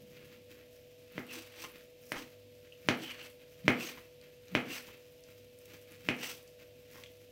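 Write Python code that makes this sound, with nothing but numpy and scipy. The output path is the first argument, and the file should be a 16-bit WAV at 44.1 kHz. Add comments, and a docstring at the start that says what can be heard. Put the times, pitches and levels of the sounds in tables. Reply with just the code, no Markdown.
"""A faint appliance hum and soft wet squishing open the scene: a hand works raw meat, close by.
A knife then dices it on a plastic board: noise shudders swell, and clicks and dying modes knock.
After the cuts the edge drags over the plastic: clumped noise grains rasp, and narrow noise sings.
Filtered grains make the squish, short noise bursts tick, and sparse grains snap.
Board modes and a diffuse tail of sparse reflections put it all in a small kitchen."""
import sys
import numpy as np
from scipy import signal
from scipy.fft import rfft, irfft
from scipy.io import wavfile

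SR = 44100
rng = np.random.default_rng(int(sys.argv[2]) if len(sys.argv) > 2 else 0)


def store_pcm(level_fs):
    """Save levels as 16-bit WAV."""
    pcm = np.round(np.clip(level_fs, -1, 1) * 32767).astype(np.int16)
    wavfile.write(sys.argv[1], SR, np.atleast_2d(pcm).T)


N = 322371  # samples

# Table levels set the balance inside a layer; the layer's own gain may follow.

# steady background
# unsteady low lines of the hum: pitch_hz, level_db
HUM_LINES = [(102, -70), (146, -74), (247, -77.5), (592, -74), (640, -75.5)]
# colour of the quiet room noise: freq_hz, gain_db
AIR_COLOUR = [(20, -17), (45, 2), (70, 7), (100, 6), (135, 6.5), (190, -2.5), (260, 5.5), (400, 0.5),
              (580, 4), (760, -9), (1400, -20), (2600, -3.5), (5000, -11), (10000, -21.5), (13500, -12),
              (16000, -34)]
AIR_DB = -68  # level of the air between 820 Hz and 23 kHz
WHINE_HZ, WHINE_DB = 492.2, -59

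# the hand bears down before the first cut: middle_s, half_length_s, level_db, low_hz, high_hz
LEAN = (-0.1, 0.54, -60.5, 110, 257)

# the hand never rests on the wet meat: squish_db, wet_fizz_db
GRIP_DB = (-73.5, -71.5)
GRIP_WAVER_DB, GRIP_PER_S = 2.5, 18
# fingers and blade shift the meat: middle_s, half_length_s, squish_db, wet_fizz_db
SQUEEZES = [(0.202, 0.061, -58, -69), (0.336, .055, -60, -67), (0.522, .03, -58.5, -62),
            (0.59, 0.062, -63, -71), (1.2, 0.019, -59, -59.5), (1.772, 0.047, -58, -65.5),
            (2.333, 0.012, -61, -66), (2.657, .03, -63, -76), (3.42, 0.044, -64, -82),
            (3.99, 0.078, -58.5, -64), (4.256, .055, -62.5, -83), (4.877, 0.014, -55, -55),
            (4.94, .06, -59.5, -67), (5.29, .04, -63, -67), (5.724, 0.064, -58, -62.5),
            (5.917, 0.06, -59, -66), (6.48, 0.017, -74.5, -67), (6.617, 0.028, -59.5, -68),
            (6.963, 0.073, -58.5, -58.5)]
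# colour of the squish: freq_hz, gain_db
SQUISH_COLOUR = [(60, -7.5), (200, 5.5), (400, 2.5), (900, -11), (1500, -1.5), (2500, 3), (3300, -2.5),
                 (4300, -6.5), (6000, -9.5), (9500, -20), (13500, -11.5), (16000, -11.5)]
PRESS_DB_PER_S, LET_GO_DB_PER_S = 171, 890  # the squish swells until the edge lands, then stops
# wet ticks of meat letting go: start_s, level_db, low_hz, high_hz, decay_s (to 1/e)
TICKS = [(1.123, -54, 12000, 15500, .002), (1.717, -52, 11920, 15500, .002),
         (2.1216, -39.5, 5500, 15600, 0.002), (2.722, -46, 2600, 3100, 0.003),
         (4.214, -47.5, 2260, 5950, 0.00066), (4.4828, -51, 4060, 6580, .0015),
         (5.2382, -48, 2960, 7350, 0.00095), (5.5884, -49, 8040, 15700, 0.00072),
         (5.6563, -47.5, 2480, 14100, 0.0013), (5.9195, -51.5, 6440, 15000, 0.0019),
         (6.477, -54, 4060, 7850, 0.0017), (7.0365, -40.5, 2020, 4700, 0.0024),
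         (7.061, -47.5, 2000, 3380, 0.0018), (7.118, -57, 12000, 15200, .0015)]
# the blade nudges a cube aside: start_s, level_db, length_s
NUDGES = [(1.637, -46, 0.019), (2.155, -45.5, 0.034), (3.973, -44.5, 0.017), (4.878, -56, 0.019),
          (6.939, -58.5, 0.068)]
# colour of a shoved cube: freq_hz, gain_db
NUDGE_COLOUR = [(200, 1.5), (750, -2), (1050, 7), (1550, -3), (2200, 4), (2600, -7), (3100, 0.5),
                (4000, -13), (6500, -13), (10000, -44), (16000, -22)]
# wet film breaks in tiny snaps; the follow power sets how strongly they track motion
SNAPS_PER_S, SNAP_SPREAD_DB, SNAP_DB, SNAP_FOLLOW = 70, 2.2, -74, 0.7

# the blade presses through the meat and lands on the board: start_s, crack_db, thud_db, contact_hz,
# contact_t60_s, brightness_db_per_octave, squish_db, wet_fizz_db, shudder_db
CHOPS = [(1.1796, -25, -11.5, 2040, 0.0072, -3, -51, -59.5, -49),
         (2.1193, -17.5, -14, 2030, 0.0036, 0.5, -70, -53.5, -66),
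         (2.887, -6, 1, 2070, 0.0017, 0.5, -53.5, -57, -49),
         (3.6802, -5.5, 4.5, 2230, 0.005, -1, -54, -60, -37),
         (4.551, -9.5, -0.5, 2400, 0.0029, -1, -50, -59, -44),
         (6.0876, -12, -3, 2640, 0.0046, 0.5, -52, -55, -49.5)]
# colour of the crack: freq_hz, gain_db
CRACK_COLOUR = [(60, -9), (150, -27.5), (500, 9.5), (1000, -1), (1700, 9), (2700, -0.5), (3800, -1.5),
                (5700, -9), (8000, -22), (16000, -11.5)]
# blade and board ring for an instant while pressed together: pitch_hz, level_db, t60_s
CLACK_MODES = [(1540, -33.5, 0.004), (1810, 9.5, 0.0031), (3160, -13, 0.02), (4200, -24, 0.012),
               (5260, -13.5, 0.01), (7300, -18, 0.014)]
TABLE_HZ, TABLE_T60_S, TABLE_DB = 42, 0.11, -43  # the whole table gives; level relative to the thud
# the meat shudders just before it parts; the lead runs from the shudder's middle to the landing
PRESS_LEAD_S, PRESS_HALF_S, PRESS_HZ = 0.016, 0.0164, 156
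# nearby walls return the thud: delay_s, gain (linear)
ECHOES = [(.0083, 0.066), (0.0133, 0.39), (0.021, 0.46), (.0267, -0.17)]
# low ringing of board, table and room: pitch_hz, level_db, t60_s
BOARD_MODES = [(138.5, 5.5, 0.14), (178.4, -4.5, 0.55), (248, 3.5, 0.51), (286.5, -4, 0.38),
               (329, 4.5, 0.17), (385, -27, 0.382), (476, -4.5, 0.48), (558, -15, 0.25), (639, -12, 0.17),
               (695, -9, 0.35), (752, -21, 0.15), (910, -17, 0.29), (1074, 6, 0.094), (1430, -23, 0.21)]
# decay of the kitchen: freq_hz, t60_s
KITCHEN_DECAY = [(100, 0.37), (300, 0.54), (1000, 0.31), (2500, 0.31), (6000, 0.21), (15000, 0.3)]

# the edge drags over the board: full_pressure_s, hold_s, bite_db_per_s, rasp_db, fine_grit_db,
# shudder_delay_s, shudder_db, shudder_hz
STROKES = [(1.32, 0.077, 300, -44.5, -48.5, 0.044, -50.5, 271),
           (1.608, 0.036, 137, -48, -51.5, .058, -60.5, 295),
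           (2.176, 0.038, 200, -48, -52, 0.015, -47.5, 257),
           (3.031, 0.089, 188, -45, -51, -0.013, -50, 284),
           (3.223, 0.023, 270, -49.5, -54.5, 0.0092, -62, 278),
           (3.812, 0.079, 239, -41, -45, 0.02, -47.5, 250),
           (4.719, 0.063, 214, -43, -45, -.025, -44.5, 239),
           (6.237, 0.099, 204, -43, -44, 0.0024, -61, 275)]
# colour of the rasp: freq_hz, gain_db
RASP_COLOUR = [(290, -40), (500, -5.5), (522, -16), (988, -16.5), (1530, -11.5), (2460, -6.5), (2730, -7),
               (3810, -14.5), (5160, -13.5), (6060, -11.5), (6800, -21), (7860, -17), (10500, -27),
               (13600, -17.5), (16000, -21)]
# the blade sings faintly while it is dragged: start_s, length_s, pitch_hz, level_db
SINGS = [(1.281, 0.054, 2640, -49.5), (3.018, 0.14, 3020, -47.5), (3.192, 0.062, 2880, -51),
         (3.802, 0.035, 2660, -41.5), (3.845, 0.048, 6260, -48.5), (4.684, 0.091, 2790, -47),
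         (6.201, 0.068, 2880, -46)]
SAG_DB_PER_S, LIFT_DB_PER_S = 39.5, 194  # the edge eases off, then lifts
GRIT_LAG_S, GRIT_POWER = 0.0044, 1.35  # fine grit comes later and depends more steeply on pressure
SHUDDER_HALF_S = 0.043

TOP_HZ = 15850  # the recorder's upper limit


def amp(db):
    """Turns decibels into linear gain."""
    return 10 ** (np.asarray(db) / 20)


def unit(x):
    """Scales to rms 1."""
    return x / np.sqrt(np.mean(x ** 2) + 1e-20)


def read(points, hz):
    """Reads a table on a log-frequency axis."""
    freq_hz, value = np.transpose(points)
    return np.interp(np.log(hz + 1), np.log(freq_hz + 1), value)


def add(mix, s, sound):
    """Lays a sound into the mix at time s."""
    part = mix[max(round(s * SR), 0):][:len(sound)]
    part += sound[:len(part)]


def colour(x, points):
    """Filters by a spectrum, without shifting phase."""
    hz = np.fft.rfftfreq(len(x), 1 / SR)
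    return irfft(rfft(x) * amp(read(points, hz)), len(x))


def band(x, lo_hz, hi_hz, order=3):
    """Causal band-pass."""
    edges = [lo_hz, min(hi_hz, SR / 2 - 1)]
    return signal.sosfilt(signal.butter(order, edges, "band", fs=SR, output="sos"), x + 1e-18)


def drift(per_s):
    """Smooth random motion of rms 1."""
    smoothing = np.exp(-(np.fft.rfftfreq(N, 1 / SR) / per_s) ** 2)
    return unit(irfft(rfft(rng.standard_normal(N)) * smoothing, N))


def grains(per_s, spread_db):
    """Countless tiny slips of uneven size, at random instants."""
    size = amp(spread_db * np.minimum(rng.exponential(1, N), 4))
    struck = rng.random(N) < per_s / SR
    return unit(size * rng.standard_normal(N) * struck)


def swell(s, half_s):
    """A bell-shaped gain around time s, down to 1/e at half_s on either side."""
    away, gain = np.arange(N) / SR - s, np.zeros(N)
    near = abs(away) < 4 * half_s
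    gain[near] = np.exp(-(away[near] / half_s) ** 2)
    return gain


def ramp(s, hold, rise_db_per_s, sag_db_per_s, fall_db_per_s):
    """A gain that rises to 1 at time s, sags while held, then falls."""
    t, gain = np.arange(-SR // 2, SR // 2) / SR, np.zeros(N)
    rise = rise_db_per_s * np.minimum(t, 0)
    sag = sag_db_per_s * np.clip(t, 0, hold)
    fall = fall_db_per_s * np.maximum(t - hold, 0)
    add(gain, s + t[0], amp(rise - sag - fall))
    return gain


def ring(hz, t60):
    """One dying mode that swells over its first half cycle."""
    t = np.arange(int(SR * t60) + 2) / SR
    decay = np.exp(-np.log(1000) * t / t60)
    onset = np.sin(np.pi * np.minimum(hz * t, .5)) ** 2
    return np.sin(2 * np.pi * hz * t) * decay * onset


def click(points, tilt_db, size=2048):
    """A causal impulse with the given spectrum, tilted about 2 kHz in dB per octave."""
    hz = abs(np.fft.fftfreq(size, 1 / SR))
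    tilt = tilt_db * np.log2(np.maximum(hz, 500) / 2000)
    log_gain = np.log(amp(read(points, hz) + tilt))
    # minimum phase packs the energy right at the onset
    return np.fft.ifft(np.exp(np.conj(signal.hilbert(log_gain)))).real


def friction(gains, drive, points):
    """Coarse slips fill the middle and fine ones the treble, each at its own level."""
    sound = colour(drive, points)
    fine = colour(sound, [(4000, -40), (5000, 0)])
    return unit(sound - fine) * gains[0] + unit(fine) * gains[1]


def board(force):
    """Board, table and room ring on after any push, as a sum of dying modes."""
    response = np.zeros(SR)
    for hz, db, t60 in BOARD_MODES:
        add(response, 0, amp(db) * ring(hz, t60))
    return signal.oaconvolve(force, response / np.linalg.norm(response))[:N]


def kitchen(x):
    """A diffuse tail of sparse reflections, each band dying at its own speed."""
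    taps = rng.choice([-1., 1.], SR) * (rng.random(SR) < 5000 / SR)
    hz, t, spectrum = signal.stft(taps, SR, nperseg=256)
    decay = np.exp(-np.log(1000) * t / read(KITCHEN_DECAY, hz)[:, None])
    onset = 1 - np.exp(-t / 0.00033)
    tail = signal.istft(spectrum * decay * onset, SR, nperseg=256)[1]
    return signal.oaconvolve(x, tail / np.linalg.norm(tail))[:N]


def background():
    """An appliance whines over wavering low lines and quiet room noise."""
    t = np.arange(N) / SR
    whine_level = amp(WHINE_DB + 0.13 * drift(39))
    whine = whine_level * unit(np.sin(2 * np.pi * WHINE_HZ * t + 0.13 * drift(1.2)))
    hum = np.zeros(N)
    for hz, db in HUM_LINES:
        waver = drift(4.5) + 1j * drift(2.3) + 1.5  # moves both level and phase
        hum += amp(db) * unit((waver * np.exp(2j * np.pi * hz * t)).real)
    air = colour(rng.standard_normal(N), AIR_COLOUR)
    return whine + hum + amp(AIR_DB) * air / np.std(band(air, 820, 23000))


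def leaning():
    """A dull rumble of low noise as the hand settles its weight on the meat."""
    s, half_s, db, lo_hz, hi_hz = LEAN
    return amp(db) * swell(s, half_s) * unit(band(rng.standard_normal(N), lo_hz, hi_hz, order=2))


def squeezing():
    """Gains of squish and wet fizz: a restless grip, single squeezes, and the press before each chop."""
    moves = [(GRIP_DB, amp(GRIP_WAVER_DB * drift(GRIP_PER_S)))]
    for s, half_s, squish_db, fizz_db in SQUEEZES:
        moves.append(((squish_db, fizz_db), swell(s, half_s)))
    for s, *_, squish_db, fizz_db, _ in CHOPS:
        press = ramp(s, 0, PRESS_DB_PER_S, 0, LET_GO_DB_PER_S)
        moves.append(((squish_db, fizz_db), press))
    # separate moves add as powers
    return np.sqrt(sum(np.outer(amp(dbs), gain) ** 2 for dbs, gain in moves))


def ticks():
    """Meat lets go in short band-limited noise bursts that die exponentially."""
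    out = np.zeros(N)
    for s, db, lo_hz, hi_hz, decay in TICKS:
        fade = np.exp(-np.arange(SR // 40) / (decay * SR))
        burst = band(rng.standard_normal(len(fade)) * fade, lo_hz, hi_hz, order=2)
        add(out, s, amp(db) * burst * np.linalg.norm(fade) / np.linalg.norm(burst))
    return out


def nudges():
    """Cubes shoved along the board scuff in brief stretches of coloured grains."""
    out = np.zeros(N)
    shove = unit(colour(grains(3600, 5.4), NUDGE_COLOUR))
    for s, db, length in NUDGES:
        part = unit(shove[int(s * SR):][:int(length * SR)])
        add(out, s, amp(db) * part * signal.windows.tukey(len(part), .4))
    return out


def meat(gains):
    """Soft squishes of clumped slips, with ticks and nudges, bump the board and fill the room."""
    squish = amp(-1.5) * friction(gains, grains(2500, 1.3) * amp(2 * drift(45)), SQUISH_COLOUR)
    wet = squish + ticks() + nudges()
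    bumps = gains[0] * unit(board(band(grains(350, 2.1), 163, 610, order=2)))
    return wet + amp(-5) * kitchen(wet) + amp(-22.0) * bumps


def snaps(wetness):
    """Wet film breaks in sparse sticky crackles, stronger as blade or fingers move."""
    motion = wetness ** SNAP_FOLLOW
    crackle = unit(band(grains(SNAPS_PER_S, SNAP_SPREAD_DB) * motion, 8000, 16000, order=1))
    return amp(SNAP_DB) * (crackle + kitchen(crackle))


def shudders():
    """Sinew gives way in small jerks that shake the board, before each chop and around each stroke."""
    t, out = np.arange(N) / SR, np.zeros(N)
    jerks = board(grains(980, 1))
    presses = [(s - PRESS_LEAD_S, PRESS_HALF_S, db, PRESS_HZ) for s, *_, db in CHOPS]
    drags = [(s + delay, SHUDDER_HALF_S, db, hz) for s, *_, delay, db, hz in STROKES]
    for s, half_s, db, hz in presses + drags:
        near = abs(t - s) < 2.5 * half_s
        thrum = unit(band(jerks, hz * 0.988, hz * 1.29, order=2)[near])
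        out[near] += amp(db) * thrum * swell(s, half_s)[near]
    return out


def chops():
    """The blade cracks on the plastic and thumps the table; walls and room answer."""
    cracks, thuds, wetness, walls, sway = np.zeros((5, N))
    t = np.arange(N) / SR
    for s, crack_db, thud_db, hz, t60, bright_db, *_ in CHOPS:
        add(cracks, s, -amp(crack_db + 12.5) * click(CRACK_COLOUR, bright_db))
        add(cracks, s, -amp(crack_db - 2.5) * ring(hz, t60))
        # neighbouring modes of the contact swing against each other
        for k, (mode_hz, db, mode_t60) in enumerate(CLACK_MODES):
            gain = amp(crack_db + db - 12.5 + bright_db * np.log2(mode_hz / 2000))
            add(cracks, s + 0.00022, (-1) ** k * gain * ring(mode_hz, mode_t60))
        add(thuds, s, amp(thud_db - 7) * ring(282.0, 0.0097))
        add(thuds, s, amp(thud_db - 22) * ring(138, 0.028))  # the table under the board
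        add(sway, s, amp(thud_db + TABLE_DB) * ring(TABLE_HZ, TABLE_T60_S))
        # fibres snap just before the edge lands, and juice sprays after it
        fade_s = np.where(t < s, 0.0027, 0.047)
        wetness += amp(crack_db) * np.exp(-abs(t - s) / fade_s)
    # the treble comes late as the edge bites in: up to 1.4 ms, reached at 5 kHz
    lag = .0014 * np.minimum(np.fft.rfftfreq(N, 1 / SR) / 5000, 1) ** 1.5
    cracks = irfft(rfft(cracks) * np.exp(-2j * np.pi * np.cumsum(lag) * SR / N), N)
    # the soft plastic rounds off the blow
    cracks = band(cracks, 120, 7000, order=3)
    thuds = band(thuds, 112, 1500, order=4)
    for delay, gain in ECHOES:
        add(walls, delay, gain * thuds)
    juice = amp(-45.5) * wetness * unit(band(grains(5100, 1.1), 3100, 20000))
    body = board(amp(-20.5) * thuds + amp(-14.5) * cracks)
    # the room is diffuse mostly above its low modes
    room_feed = band(cracks, 466, 14000, order=2) + amp(-1.5) * band(thuds, 130, 830, order=2)
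    return cracks + thuds + sway + walls + juice + body + amp(-2.5) * kitchen(room_feed)


def dragging():
    """Gains of coarse rasp and fine grit: both follow the pressure of each stroke."""
    coarse, fine = np.zeros((2, N))
    for s, hold, bite_db_per_s, rasp_db, grit_db, *_ in STROKES:
        pressure = ramp(s, hold, bite_db_per_s, SAG_DB_PER_S, LIFT_DB_PER_S)
        coarse += amp(rasp_db) * pressure
        add(fine, GRIT_LAG_S, amp(grit_db) * pressure ** GRIT_POWER)
    return coarse, fine


def scrapes(gains):
    """The edge sticks and slips in clumps over the scored plastic, which rumbles under it."""
    rasp = friction(gains, grains(14000, 0.27) * amp(2.2 * drift(62)), RASP_COLOUR)
    # each patch of the cut has its own colour
    middle = 0.31 * band(rasp, 1220, 2900, order=1) * drift(5.7)
    treble = 0.079 * band(rasp, 4800, 10500, order=1) * drift(27)
    rasp = rasp + middle + treble
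    for s, length, hz, db in SINGS:
        noise = rng.standard_normal(int(length * SR))
        tone = unit(band(noise, hz * .95, hz * 1.05, order=2))
        add(rasp, s, amp(db) * tone * signal.windows.tukey(len(tone), .5))
    rumble = gains[0] * unit(board(band(grains(2300, 2.7), 240, 1200, order=2)))
    return amp(-2.5) * rasp + amp(-17.5) * rumble + amp(-16.0) * kitchen(rasp)


def scene():
    """Everything is central; only a trace of treble hiss sits opposed between the ears."""
    side = amp(-86.5) * unit(band(rng.standard_normal(N), 7240, 12500, order=2))
    squeeze, drag = squeezing(), dragging()
    hand = leaning() + meat(squeeze) + snaps(drag[1] + squeeze[1])
    knife = shudders() + chops() + scrapes(drag)
    return background() + hand + knife + np.array([side, -side])


def record(dry):
    """The recorder's band limit: a steep low-pass at TOP_HZ."""
    lowpass = signal.firwin(511, TOP_HZ, window=("kaiser", 8), fs=SR)
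    return signal.oaconvolve(dry, lowpass[None], "same", axes=1)


dry = scene()
out = record(dry)
store_pcm(out)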